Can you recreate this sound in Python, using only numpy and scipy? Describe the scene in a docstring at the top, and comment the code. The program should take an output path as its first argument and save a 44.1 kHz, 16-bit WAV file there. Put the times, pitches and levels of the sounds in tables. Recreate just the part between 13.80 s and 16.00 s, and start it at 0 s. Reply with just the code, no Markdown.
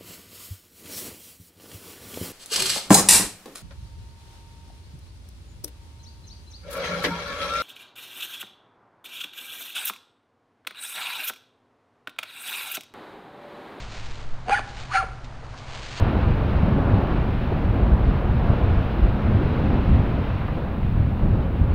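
"""A small dog lying in dry leaves yaps twice. In each yap a thin squeal arches up and down while the
voice catches on two throat resonances in turn, roughened by rasp, low growls and a few snaps of the
vocal folds. The yard answers with a short, dull echo. Leaves rustle and crackle in swells over a bed
of soft wind and the hum of a far engine."""
import sys
import numpy as np
from scipy import signal
from scipy.fft import rfft, irfft
from scipy.io import wavfile
from scipy.ndimage import uniform_filter1d

SR = 44100
rng = np.random.default_rng(int(sys.argv[2]) if len(sys.argv) > 2 else 0)


def waveform_to_disk(signal):
    """Save audio, clipped to [-1, 1], as 16-bit WAV at the path in sys.argv[1]."""
    frames = np.transpose(np.atleast_2d(signal))
    scaled = np.clip(frames, -1, 1) * 32767
    samples = np.round(scaled).astype(np.int16)
    wavfile.write(sys.argv[1], SR, samples)


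N = 97020
T = np.arange(N) / SR

# tone of the outdoor air and of the wind puffs (frequency [Hz], relative level [dB])
AIR_COLOUR = [(20, 1.5), (32, -1.5), (42, -3), (55, 2), (72, -12), (105, -3.5), (160, -15.5), (280, -20),
              (420, -22.5), (750, -19), (1400, -23.5), (2500, -31.5), (5000, -33), (9000, -52.5)]
PUFF_COLOUR = [(10, 24), (28, -6), (55, -1.5), (120, -45), (500, -70)]
# wind puffs on the microphone (time [s], half length [s], level [dB])
PUFFS = [(.26, 0.15, -31.5), (.505, 0.053, -23.5), (1.91, 0.043, -42)]

# swells of the rustle (time [s], level [dB])
RUSTLE = [(0, -42), (.08, -46.5), (.15, -39.5), (.23, -43), (.4, -47), (.62, -67), (.85, -48), (.92, -47.5),
          (.98, -40), (1.08, -46), (1.3, -53.5), (1.42, -64), (1.48, -63), (1.7, -54), (1.85, -47.5),
          (1.92, -40), (2.1, -38.5), (2.2, -35)]
# soft shuffles deep in the leaves (time [s], half length [s], level [dB])
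SHUFFLES = [(.16, 0.02, -53), (1.655, 0.047, -47.5), (1.745, .018, -43), (1.82, 0.02, -51),
            (1.98, 0.13, -47.5)]
# single leaves crackling (time [s], level [dB])
CRACKLES = [(1.444, -41), (1.775, -39.5), (1.786, -48)]
# tone of the three leaf layers (frequency [Hz], relative level [dB])
RUSTLE_COLOUR = [(200, -9), (600, -1.5), (1200, -1), (2500, 1), (3300, 0), (4400, 2), (5300, -1.5),
                 (6500, -19.5), (9000, -45)]
SHUFFLE_COLOUR = [(120, -25), (260, -19), (420, -5), (700, -3), (1400, -7), (2200, -23), (5000, -37)]
CRACKLE_COLOUR = [(1000, -23), (2500, -1), (4000, -2), (5300, 0), (6500, -15), (9000, -40)]

# rasp contour, per yap (time [s], level [dB])
RASP = [
    [(.676, -47), (.692, -37), (.701, -29.5), (.718, -29), (.745, -28.5), (.765, -30.5), (.785, -32.5),
     (.800, -37), (.812, -41)],
    [(1.108, -41.5), (1.122, -34.5), (1.138, -26), (1.150, -25.5), (1.168, -25), (1.185, -29.5),
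     (1.215, -36.5), (1.229, -48), (1.238, -49)],
]
# throat resonances, per yap (frequency [Hz], width [Hz], relative level [dB])
THROATS = [
    [(810, 120, -10.5), (1540, 290, -1.5), (2330, 245, -4), (2910, 420, -8.5), (3700, 680, -15),
     (4680, 240, -8)],
    [(780, 44, -4), (1440, 206, 8.5), (1860, 180, 4.5), (2290, 600, 1.5), (3000, 270, -25), (4270, 184, 0)],
]
# low voice, high voice taking over as it breaks, and squeal, per yap (time [s], pitch [Hz], level [dB])
LOW_VOICE = [
    [(.679, 730, -36), (.698, 720, -27), (.713, 775, -26), (.722, 803, -16.5), (.738, 812, -17),
     (.750, 808, -29), (.762, 805, -44), (.777, 805, -30), (.800, 800, -32)],
    [(1.138, 770, -36), (1.145, 755, -27), (1.151, 785, -18), (1.166, 760, -21), (1.181, 755, -35),
     (1.205, 775, -32), (1.220, 760, -37), (1.228, 730, -30), (1.236, 610, -42), (1.250, 530, -44)],
]
HIGH_VOICE = [
    [(.741, 1410, -24), (.745, 1425, -19.5), (.753, 1450, -21), (.757, 1520, -32)],
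    [(1.152, 1350, -32), (1.158, 1440, -23), (1.163, 1550, -29), (1.168, 1290, -25), (1.175, 1345, -17),
     (1.190, 1430, -21.5), (1.203, 1340, -25), (1.213, 1140, -29), (1.218, 1060, -40)],
]
SQUEALS = [
    [(.702, 980, -35), (.715, 1520, -29), (.727, 2200, -44), (.747, 2280, -27), (.756, 1880, -28),
     (.761, 1660, -30), (.773, 1770, -26), (.781, 1600, -28), (.793, 1080, -35)],
    [(1.109, 980, -38), (1.122, 1230, -27), (1.133, 1530, -29), (1.145, 1950, -32), (1.149, 2340, -32),
     (1.160, 2290, -29), (1.170, 1980, -30), (1.177, 1720, -29), (1.185, 1680, -42)],
]
# harmonics 2, 3, ... at full strength, the low voice's per yap (level against the fundamental [dB])
LOW_OVERTONES_DB = [(-25, -10, -42, -26), (-14, -19, -32, -24.5)]
HIGH_OVERTONES_DB, SQUEAL_OVERTONES_DB = (-22, -25), (-22, -28)
SQUEAL_JITTER = (.015, .035)  # per yap, as a share of the pitch
# growls as the folds start and stop (time [s], half length [s], level [dB])
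GROWLS = [(.696, .016, -31), (.796, .008, -36), (1.238, .016, -43)]
# tone of the growls (frequency [Hz], relative level [dB])
GROWL_COLOUR = [(100, -44), (220, -3), (340, -9), (480, 0.5), (650, -12.5), (1000, -4), (1600, -30),
                (4000, -61)]
# snaps of the vocal folds (time [s], level into the throat [dB])
SNAPS = [(.6832, 5), (.6953, 13.5), (.7928, 7), (1.1490, -0.5), (1.2265, -1)]
# resonances of the slack throat (frequency [Hz], width [Hz], gain [dB])
SLACK_THROAT = [(583, 200, 3), (773, 110, 12.5), (1480, 370, -3), (2600, 530, -7.5), (3200, 480, -10.5),
                (4370, 170, -8.5)]
# slaps from the yard (delay [s], gain [dB])
ECHOES = [(.030, -32), (.060, -16.5), (.085, -29), (.110, -29)]


def undb(db):
    """Decibels to gain."""
    return 10 ** (np.asarray(db) / 20)


def unit(x):
    """Scale to rms 1."""
    return x / np.sqrt(np.mean(x ** 2))


def drift(rate_hz):
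    """Smooth random modulation with rms 1."""
    span = max(int(SR / rate_hz), 1)
    smoothed = uniform_filter1d(rng.standard_normal(N), span, mode="wrap")
    return unit(uniform_filter1d(smoothed, span, mode="wrap"))


def lowpass(x, hz):
    """Gentle treble roll-off."""
    return signal.sosfilt(signal.butter(2, hz, fs=SR, output="sos"), x)


def colour(x, points):
    """EQ through (frequency [Hz], relative level [dB]) points, scaled to rms 1."""
    hz, db = np.array(points).T
    bins_hz = np.maximum(np.fft.rfftfreq(N, 1 / SR), 1)
    curve = undb(np.interp(np.log(bins_hz), np.log(hz), db))
    return unit(irfft(rfft(x) * curve, N))


def noise(points):
    """Coloured noise with rms 1."""
    return colour(rng.standard_normal(N), points)


def resonate(x, modes, low_cut_hz):
    """Parallel resonances of alternating polarity, then a low cut."""
    ringing = sum((-1) ** k * undb(db) * signal.lfilter(*signal.iirpeak(hz, hz / width, fs=SR), x)
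                  for k, (hz, width, db) in enumerate(modes))
    return signal.sosfilt(signal.butter(2, low_cut_hz, "high", fs=SR, output="sos"), ringing)


def swells(rows):
    """Bell-shaped fades from (time [s], half length [s], level [dB]) rows."""
    return sum(undb(db) * np.exp(-((T - s) / half) ** 2) for s, half, db in rows)


def envelope(times, db, attack_s=0.012, release_s=0.0058):
    """A level contour with a quick attack before it and a release after it."""
    before, after = np.maximum(times[0] - T, 0), np.maximum(T - times[-1], 0)
    return undb(np.interp(T, times, db)) * np.exp(-before / attack_s - after / release_s)


def wind(air_db=-37, side_db=-30):
    """A bed of soft air, a touch of stereo width in its rumble, and low puffs on the microphone."""
    mid, side = (noise(AIR_COLOUR) * undb(air_db + 0.6 * drift(10)) for _ in range(2))
    side = undb(side_db) * lowpass(side, hz=1500)
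    puffs = noise(PUFF_COLOUR) * swells(PUFFS)
    return mid + puffs + np.array([side, -side])


def leaves(grains_per_s=5000, grain_spread_db=-0.08, crackle_decay_s=0.0099):
    """Tiny cracks of dry leaves blur into a rustle, with dull shuffles below and bright crackles on top."""
    grains = (rng.random(N) < grains_per_s / SR) * rng.standard_normal(N)
    grains *= undb(grain_spread_db * rng.exponential(size=N))
    rustle_db = np.interp(T, *np.array(RUSTLE).T) + drift(40)
    rustle = colour(grains, RUSTLE_COLOUR) * undb(rustle_db)
    shuffles = noise(SHUFFLE_COLOUR) * swells(SHUFFLES)
    bursts = sum(undb(db) * (T > s) * np.exp(-abs(T - s) / crackle_decay_s) for s, db in CRACKLES)
    return rustle + shuffles + noise(CRACKLE_COLOUR) * bursts


def far_engine(hum_hz=125):
    """A far engine's wavering hum and its faint octave, fading up just ahead of the first yap."""
    phase = 2 * np.pi * np.cumsum(hum_hz * (1 + 0.0124 * drift(6))) / SR
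    hum = undb(-46.5) * np.sin(phase) + undb(-62) * np.sin(2 * phase)
    fader_db = np.interp(T, [.3, .6], [-7, 1]) + 1.44 * drift(20)
    return np.sqrt(2) * hum * undb(fader_db)


def rasp():
    """Fluttering breath noise rings the throat and gives each yap its grit."""
    out = np.zeros(N)
    for contour, throat in zip(RASP, THROATS):
        breath = rng.standard_normal(N) * undb(1.4 * drift(600))
        out += unit(resonate(breath, throat, low_cut_hz=450)) * envelope(*np.array(contour).T)
    return out


def fold_tone(contour, overtones_db, jitter, shimmer):
    """One vibration of the vocal folds, unsteady in pitch and level, brighter as it gets louder."""
    times, hz, db = np.array(contour).T
    pitch_hz = np.interp(T, times, hz) * (1 + jitter * drift(560))
    phase = 2 * np.pi * np.cumsum(pitch_hz) / SR
    strength = envelope(times, db)
    overtones = sum(undb(level) * np.sin(k * phase) for k, level in enumerate(overtones_db, 2))
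    tone = np.sin(phase) + overtones * strength / strength.max()
    return np.sqrt(2) * tone * strength * (1 + shimmer * drift(630))


def voice():
    """Three fold vibrations overlap in each yap: a low voice breaks to a high one under a thin squeal."""
    out = np.zeros(N)
    for yap in range(len(SQUEALS)):
        out += fold_tone(LOW_VOICE[yap], LOW_OVERTONES_DB[yap], jitter=.014, shimmer=0.064)
        out += fold_tone(SQUEALS[yap], SQUEAL_OVERTONES_DB, jitter=SQUEAL_JITTER[yap], shimmer=0.29)
        out += fold_tone(HIGH_VOICE[yap], HIGH_OVERTONES_DB, jitter=0.0156, shimmer=0.057)
    return out


def growl(flap_hz=114.5):
    """Slack folds flap unevenly and chop the air into low puffs."""
    cycle = np.cumsum(flap_hz * (1 + .15 * drift(87))) / SR % 1
    chopped_air = rng.standard_normal(N) * np.exp(-cycle / 0.45)
    return colour(chopped_air, GROWL_COLOUR) * swells(GROWLS)


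def fold_snaps():
    """The folds snap as they open and close, and each click rings the slack throat."""
    clicks = np.zeros(N)
    for s, db in SNAPS:
        clicks[int(s * SR)] = undb(db)
    return resonate(clicks, SLACK_THROAT, low_cut_hz=233)


def yard(x, t60_s=0.7, tail_db=-24.5):
    """The yard throws back a few dull slaps and a short scattered tail; wet signal only."""
    slaps = sum(undb(db) * np.interp(T - delay, T, x, left=0) for delay, db in ECHOES)
    tail = lowpass(rng.standard_normal(N), hz=3000) * undb(-60 * T / t60_s)
    tail *= 1 - np.exp(-T / 0.01)  # soft onset
    reverb = signal.fftconvolve(x, tail / np.linalg.norm(tail))[:N]
    return lowpass(slaps, hz=3650) + undb(tail_db) * reverb


def scene():
    """The dog dead centre in its yard, over wind, leaves and engine."""
    bed = wind() + leaves() + far_engine()
    yaps = rasp() + voice() + growl() + fold_snaps()
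    return bed + yaps + yard(yaps)


def record(dry, step=4, top_hz=10500):
    """Lo-fi colour: coarse samples joined by straight lines mirror the sound faintly into the treble."""
    coarse = lowpass(dry, hz=8000)[:, ::step]
    joined = np.array([np.interp(T, T[::step], channel) for channel in coarse])
    steep_high_cut = signal.ellip(10, .2, 80, top_hz, fs=SR, output="sos")
    return signal.sosfilt(steep_high_cut, joined)


dry = scene()
out = record(dry)
waveform_to_disk(out)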